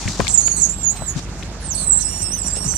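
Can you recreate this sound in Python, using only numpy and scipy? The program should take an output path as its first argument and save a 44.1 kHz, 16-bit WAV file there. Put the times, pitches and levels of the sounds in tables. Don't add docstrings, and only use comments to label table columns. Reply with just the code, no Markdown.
import sys
import numpy as np
from scipy import signal
from scipy.io import wavfile

SR = 44100
rng = np.random.default_rng(int(sys.argv[2]) if len(sys.argv) > 2 else 0)


def boost_factor(decibels):
    exponent = np.asarray(decibels, float) / 20
    return 10 ** exponent


def wav_record(signal):
    frames = np.transpose(np.atleast_2d(signal))
    bounded = np.clip(frames, -1, 1)
    quanta = np.round(bounded * 32767).astype(np.int16)
    wavfile.write(sys.argv[1], SR, quanta)


N = 122157


def rms_one(x):
    return x / np.sqrt(np.mean(np.abs(x) ** 2) + 1e-20)


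def at_hz(points, hz):
    table_hz, value = np.array(points).T
    return np.interp(np.log(hz), np.log(np.maximum(table_hz, 1)), value)


def drift(rate_hz, size=N):
    r = np.exp(-2 * np.pi * rate_hz / SR)
    settle = SR // 2
    white = rng.standard_normal(size + settle)
    return rms_one(signal.lfilter([1], [1, -2 * r, r * r], white)[settle:])


def wobble(rate_hz, size):
    white = rng.standard_normal((2, size + 2000))
    low_pass = signal.butter(4, rate_hz, fs=SR, output="sos")
    real, imag = signal.sosfilt(low_pass, white)[:, 2000:]
    return rms_one(real + 1j * imag)


def resonance(x, hz, width_hz):
    r = np.exp(-np.pi * width_hz / SR)
    poles = [1, -2 * r * np.cos(2 * np.pi * hz / SR), r * r]
    return signal.lfilter([(1 - r * r) / 2, 0, (r * r - 1) / 2], poles, x)


def window(start, end, edge):
    t = np.arange(N) / SR
    return np.clip(np.minimum(t - start, end - t) / edge + .5, 0, 1)


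def lean_gain(left_minus_right_db):
    half_db = left_minus_right_db / 2
    return boost_factor(np.array([[half_db], [-half_db]]))


def banded_noise(spectrum, patchy_db, likeness, leaning):
    edges = 30 * 2 ** np.arange(0, 9.6, .5)
    white = rng.standard_normal((2, 2, N))
    out = 0
    for k, (low, high) in enumerate(zip(edges, np.minimum(edges[1:], .45 * SR))):
        band = signal.butter(2, [low, high], "band", fs=SR, output="sos")
        mid, side = signal.sosfilt(band, white[k % 2])
        hz = np.sqrt(low * high)
        alike = np.clip(at_hz(likeness, hz), -1, 1)
        below_table_db = -60 * (hz < spectrum[0][0])
        gain = boost_factor(at_hz(spectrum, hz) + below_table_db + patchy_db * drift(11.8))
        pair = np.sqrt(1 + alike) * mid + np.sqrt(1 - alike) * side * [[1], [-1]]
        out = out + gain * lean_gain(at_hz(leaning, hz)) * pair
    return out


# pitch_hz, level_db
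ROAD = [(60, 6.5), (170, -3.5), (500, -15), (1100, -16.5), (2500, -22.5), (7000, -22.5), (10000, -46.5),
        (15500, -74)]
# pitch_hz, left_right_likeness (-1 to 1)
ROAD_LIKENESS = [(60, 0.89), (150, 0.84), (500, 0.98), (2100, 0.46), (5000, -0.57)]
# pitch_hz, left_minus_right_db
ROAD_LEANING = [(200, -1), (1000, -7), (3000, 0), (8000, -14)]


def road():
    noise = banded_noise(ROAD, patchy_db=2.5, likeness=ROAD_LIKENESS, leaning=ROAD_LEANING)
    high_pass = signal.butter(2, 200, "high", fs=SR, output="sos")
    above = signal.sosfilt(high_pass, noise.mean(axis=0))
    return boost_factor(-38) * noise / np.std(above)


FIRING_PATTERN = [5, 3, 5, -11.5, 1.5, -0.5, 2, -9]
# pitch_hz, width_hz, level_db
PIPES = [(71.4, 6.7, -9), (100, 98, -15), (173.2, 11.3, 2), (360, 72, -11.5), (589, 122, -10.5)]


def engine():
    firing_hz, firing_spread_db = 49.38, 3
    turns = np.cumsum(firing_hz * (1 + 0.00634 * drift(1.57))) / SR
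    hum = boost_factor(-34.5 + 0.79 * drift(4.0)) * np.sin(2 * np.pi * turns)
    octave = boost_factor(-43.5 + 2.0 * drift(14.0)) * np.sin(4 * np.pi * turns + 1.77)

    fired = np.flatnonzero(np.diff(np.floor(turns + .3)) > 0)
    pattern_db = np.array(FIRING_PATTERN)[np.arange(len(fired)) % 8]
    clicks = np.full(N, 1e-18)
    clicks[fired] = boost_factor(pattern_db + firing_spread_db * rng.standard_normal(400)[:len(fired)])
    clicks = signal.sosfilt(signal.butter(4, 2500, fs=SR, output="sos"), clicks)

    pipes, shake = 0, 0
    for k, (hz, width_hz, db) in enumerate(PIPES):
        pipes = pipes + (-1) ** k * boost_factor(db) * rms_one(resonance(clicks, hz, width_hz))
        shake = shake + boost_factor(db) * rms_one(resonance(rng.standard_normal(N), hz, 3.0 * width_hz))
    differing = boost_factor(-24) * rms_one(shake) * [[1], [-1]]
    return np.sqrt(2) * (hum + octave) + boost_factor(-40) * (pipes + differing)


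# middle_s, length_s, level_db
RUSTLES = [
    (0.036, 0.12, -46),
    (0.0886, 0.012, -29),
    (0.115, 0.61, -32.5),
    (0.224, 0.15, -42),
    (0.968, .025, -31.5),
    (1.182, 0.046, -32.5),
    (1.65, 0.11, -39.5),
    (2.568, 0.037, -35),
    (1.41, .08, -44),
]
# pitch_hz, level_db (per Hz)
CLOTH = [(700, 1.5), (2000, -8), (4000, -2), (6800, 2), (9000, -40.5), (15500, -41)]


def rustle():
    t = np.arange(N) / SR
    swell = sum(boost_factor(db) * np.exp(-(2 * (t - s) / length) ** 2) for s, length, db in RUSTLES)
    likeness, leaning = [(1000, 1.0), (9000, 0.21)], [(1000, 3.6), (9000, 2.2)]
    noise = banded_noise(CLOTH, patchy_db=2.25, likeness=likeness, leaning=leaning)
    grain = boost_factor(2.2 * drift(100))
    return swell * grain * rms_one(noise)


def knock(s, db, hz, grit):
    t = np.maximum(np.arange(N) / SR - s, 0)
    width_hz = hz * 0.94
    noise = rms_one(resonance(resonance(rng.standard_normal(N), hz, width_hz), hz, width_hz))
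    ring_s = 0.028 * (hz / 1000) ** -0.67
    onset = np.minimum(t * hz * 2, 1)
    ring = -np.sin(2 * np.pi * hz * t)
    return boost_factor(db - 60 * t / ring_s) * onset * (np.sqrt(1 - grit ** 2) * ring + grit * noise)


# start_s, peak_level_db, pitch_hz, left_minus_right_db
TICKS = [(.078, -17, 1790, 2.5), (.0905, -54, 6200, -11.5), (0.2023, -10.5, 1020, 10),
         (.2025, -43, 7000, -9), (0.211, -21.5, 6400, 2.5), (.269, -24, 2207, 28),
         (.2695, -27.5, 3910, 27.5), (0.28, -15, 4200, 19), (0.2782, -38, 8860, -1), (0.478, -25, 1380, 24),
         (0.477, -30, 3900, 23), (1.02, -25, 634, -1), (1.426, -24, 1970, 8.5), (1.432, -31, 3260, 21.5),
         (2.569, -30, 394, 9), (2.737, -27, 1440, 3.5), (.965, -35, 3280, 0)]
# start_s, peak_level_db, pitch_hz
THUDS = [(0.055, -14, 100), (0.198, -11.5, 105), (0.075, -16, 216), (0.195, -12, 212), (.196, -14, 397),
         (0.1951, -13, 530), (.2013, -10.5, 693), (.218, -17.5, 74), (1.018, -22, 110), (1.159, -15, 135),
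         (1.172, -21, 229), (2.66, -17.5, 130)]


def handling():
    ticks = sum(knock(s, db, hz, grit=0.73) * lean_gain(pan) for s, db, hz, pan in TICKS)
    thuds = [sum(knock(*row, grit=0.44) for row in THUDS) for port in range(2)]
    return ticks + np.array(thuds) * lean_gain(5)


# start_s, peak_level_db, left_minus_right_db
CLICKS = [
    (0.09, -32, 0),
    (0.2024, -4.5, 10),
    (0.28, -23, -4),
    (0.48, -15, 22.5),
]


def snaps():
    t = np.arange(N) / SR
    half_width_s = 0.00006
    return sum(-boost_factor(db) * lean_gain(pan) * np.exp(-((t - s) / half_width_s) ** 2) for s, db, pan in CLICKS)


# pitch_hz, level_db
TRACT = [(2700, -16.5), (3350, -28), (4250, -8.5), (6300, 17.5), (7600, 25), (9000, 5), (11500, -15.5),
         (15500, -36)]


def chirp(rows, halves, hoarseness):
    flutter_hz, hoarse_hz, wander_hz = 200, 750, 45
    flutter_share, edge_s = .25, .005
    s, hz, db = np.transpose(rows)
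    first = max(int((s[0] - edge_s) * SR), 0)
    last = min(int((s[-1] + edge_s) * SR), N)
    t, n = np.arange(first, last) / SR, last - first

    pitch, level_db = np.interp(t, s, hz), np.interp(t, s, db)
    hoarse = np.clip(hoarseness[first:last], 0, 1)
    wander = (0.0033 + 0.016 * hoarse) * drift(wander_hz)[first:last]
    phase = 2 * np.pi * np.cumsum(pitch * (1 + wander)) / SR
    soft = np.clip(flutter_share + hoarse, 0, 1)
    out, power = np.zeros(n), 1e-12
    for k in np.arange(1, 7, .5):
        partial_hz = k * pitch
        clear = np.sqrt(1 - soft ** 2) + soft * wobble(flutter_hz, n)
        wide = np.clip(2 * hoarse - 1, 0, 1) * np.clip(partial_hz / 8000, 0, 1)
        shape = np.sqrt(1 - wide ** 2) * clear + wide * wobble(hoarse_hz, n)
        audible = (partial_hz > 2400) * (partial_hz < .4 * SR)
        gain = boost_factor(at_hz(TRACT, partial_hz)) * audible * (halves[first:last] if k % 1 else 1)
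        outer = np.abs(np.log2(partial_hz / 7000)) > .5
        gain = gain * boost_factor(-0.92 * (level_db + 18) * outer)
        out += gain * np.real(shape * np.exp(1j * k * phase))
        power = power + gain ** 2 / 2
    whole = np.zeros(N)
    whole[first:last] = out / np.sqrt(power) * boost_factor(level_db)
    return whole * window(s[0], s[-1], 2 * edge_s)


# start_s, pitch_hz, level_db
CHIRP_1 = [(.28, 2487, -22.5), (.316, 2510, -23), (.322, 4110, -30.5), (.345, 3680, -12), (.368, 3440, -30),
           (.378, 3494, -12.5), (.39, 3536, -18), (.405, 3600, -23.5), (.418, 3210, -17.5)]
CHIRP_2 = [(.4, 2050, -41.5), (0.429, 2162, -23.5), (0.454, 2229, -24), (0.468, 2362, -15),
           (0.496, 2224, -28.5), (0.524, 2211, -19), (0.557, 2290, -35), (0.587, 2190, -31.5),
           (0.618, 2100, -25.5)]
CHIRP_3 = [(0.561, 4203, -25), (0.609, 3834, -24.5), (0.618, 3707, -17.5), (0.647, 3216, -17),
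           (0.686, 3290, -37)]
CHIRP_4 = [(0.691, 3563, -19), (0.721, 3480, -28.5), (.75, 3870, -35.5), (0.789, 3780, -38.5),
           (0.823, 3775, -35), (0.841, 3485, -22), (.885, 3260, -16.5), (.91, 3550, -23.5),
           (.925, 4100, -35)]
CHIRP_5 = [(0.926, 3990, -54), (.965, 4100, -39.5), (1.01, 3990, -40.5), (1.05, 4006, -39),
           (1.096, 3380, -25), (1.129, 3216, -46)]
CHIRP_6 = [(1.602, 11140, -52.5), (1.638, 8540, -42), (1.666, 8580, -36.5), (1.706, 7210, -29),
           (1.714, 6240, -26), (1.755, 5100, -44.5)]
CHIRP_7 = [(1.742, 4910, -36.5), (1.752, 3865, -20.5), (1.774, 4364, -29.5), (1.816, 4177, -26.5),
           (1.849, 4060, -29), (1.858, 4210, -32.5)]
CHIRP_8 = [(1.86, 4106, -28.5), (1.879, 3916, -19.5), (1.904, 3906, -15), (1.918, 3754, -24),
           (1.928, 3712, -8.5), (1.94, 3944, -20), (1.977, 3786, -19), (1.997, 4290, -35),
           (2.015, 4010, -18.5)]
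CHIRP_9 = [(2.011, 3240, -21.5), (2.034, 2785, -33.5), (2.053, 2584, -22.5), (2.109, 2830, -31.5),
           (2.189, 2790, -31.5), (2.227, 3055, -29.5)]
CHIRP_10 = [(2.216, 2730, -24), (2.311, 2675, -28.5), (2.335, 3095, -25.5), (2.37, 2965, -33.5),
            (2.391, 2600, -27), (2.416, 2550, -28), (2.438, 2380, -29.5)]
CHIRP_11 = [(2.438, 2850, -33.5), (2.455, 2900, -30.5), (2.476, 2750, -24), (2.478, 2530, -19.5),
            (2.498, 2464, -37), (2.506, 2460, -25.5), (2.524, 2481, -32.5), (2.536, 2540, -25),
            (2.555, 2660, -35)]
CHIRP_12 = [(2.554, 2677, -27), (2.604, 2797, -32.5), (2.646, 2755, -28.5), (2.66, 2755, -28),
            (2.675, 3070, -28.5), (2.713, 3060, -25), (2.739, 2860, -33.5), (2.77, 3000, -20)]
# start_s, end_s, half_lines_level_db, hoarseness (0-1)
SPELLS = [(.28, .32, -4, .85), (.32, .42, -12, .66), (.42, .56, -22, .45), (.56, .74, -12, .66),
          (1.07, 1.14, -20, .7), (1.752, 1.86, -20, .88), (1.915, 1.98, -30, .45), (1.98, 2.03, -8, .85),
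          (2.085, 2.22, -10, .2), (2.435, 2.476, -8, .58), (2.476, 2.535, -14, .5), (2.645, 2.74, -8, .76),
          (2.74, 2.78, -8, .45)]


def chirps():
    calm_hoarse = 0.087
    halves = sum(boost_factor(db) * window(a, b, 0.011) for a, b, db, _ in SPELLS)
    hoarseness = calm_hoarse + sum((h - calm_hoarse) * window(a, b, 0.0033) for a, b, _, h in SPELLS)
    calls = (CHIRP_1, CHIRP_2, CHIRP_3, CHIRP_4, CHIRP_5, CHIRP_6,
             CHIRP_7, CHIRP_8, CHIRP_9, CHIRP_10, CHIRP_11, CHIRP_12)
    direct = sum(chirp(rows, halves, hoarseness) for rows in calls)

    left_lag_s, cabin_t60_s = .000055, 0.12
    late = np.interp(np.arange(N) - left_lag_s * SR, np.arange(N), direct)
    t = np.arange(SR // 5) / SR
    tails = rng.standard_normal((2, len(t))) * boost_factor(-60 * t / cabin_t60_s) * (t > .002)
    tails = tails / np.sqrt(np.sum(tails[:1] ** 2))
    echoes = signal.fftconvolve(direct[None], tails, axes=1)[:, :N]
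    port_gain = boost_factor(np.array([[-7.5], [6]]))
    return port_gain * (np.array([late, direct]) + boost_factor(-3) * echoes)


def scene():
    return road() + engine() + rustle() + handling() + snaps() + chirps()


def roll_off(x):
    return signal.sosfilt(signal.butter(12, 15850, fs=SR, output="sos"), x)


def record(dry):
    expanded = dry ** 3 / 3 + dry
    mix = .92 * np.tanh(expanded / .92)
    return roll_off(mix)


dry = scene()
out = record(dry)
wav_record(out)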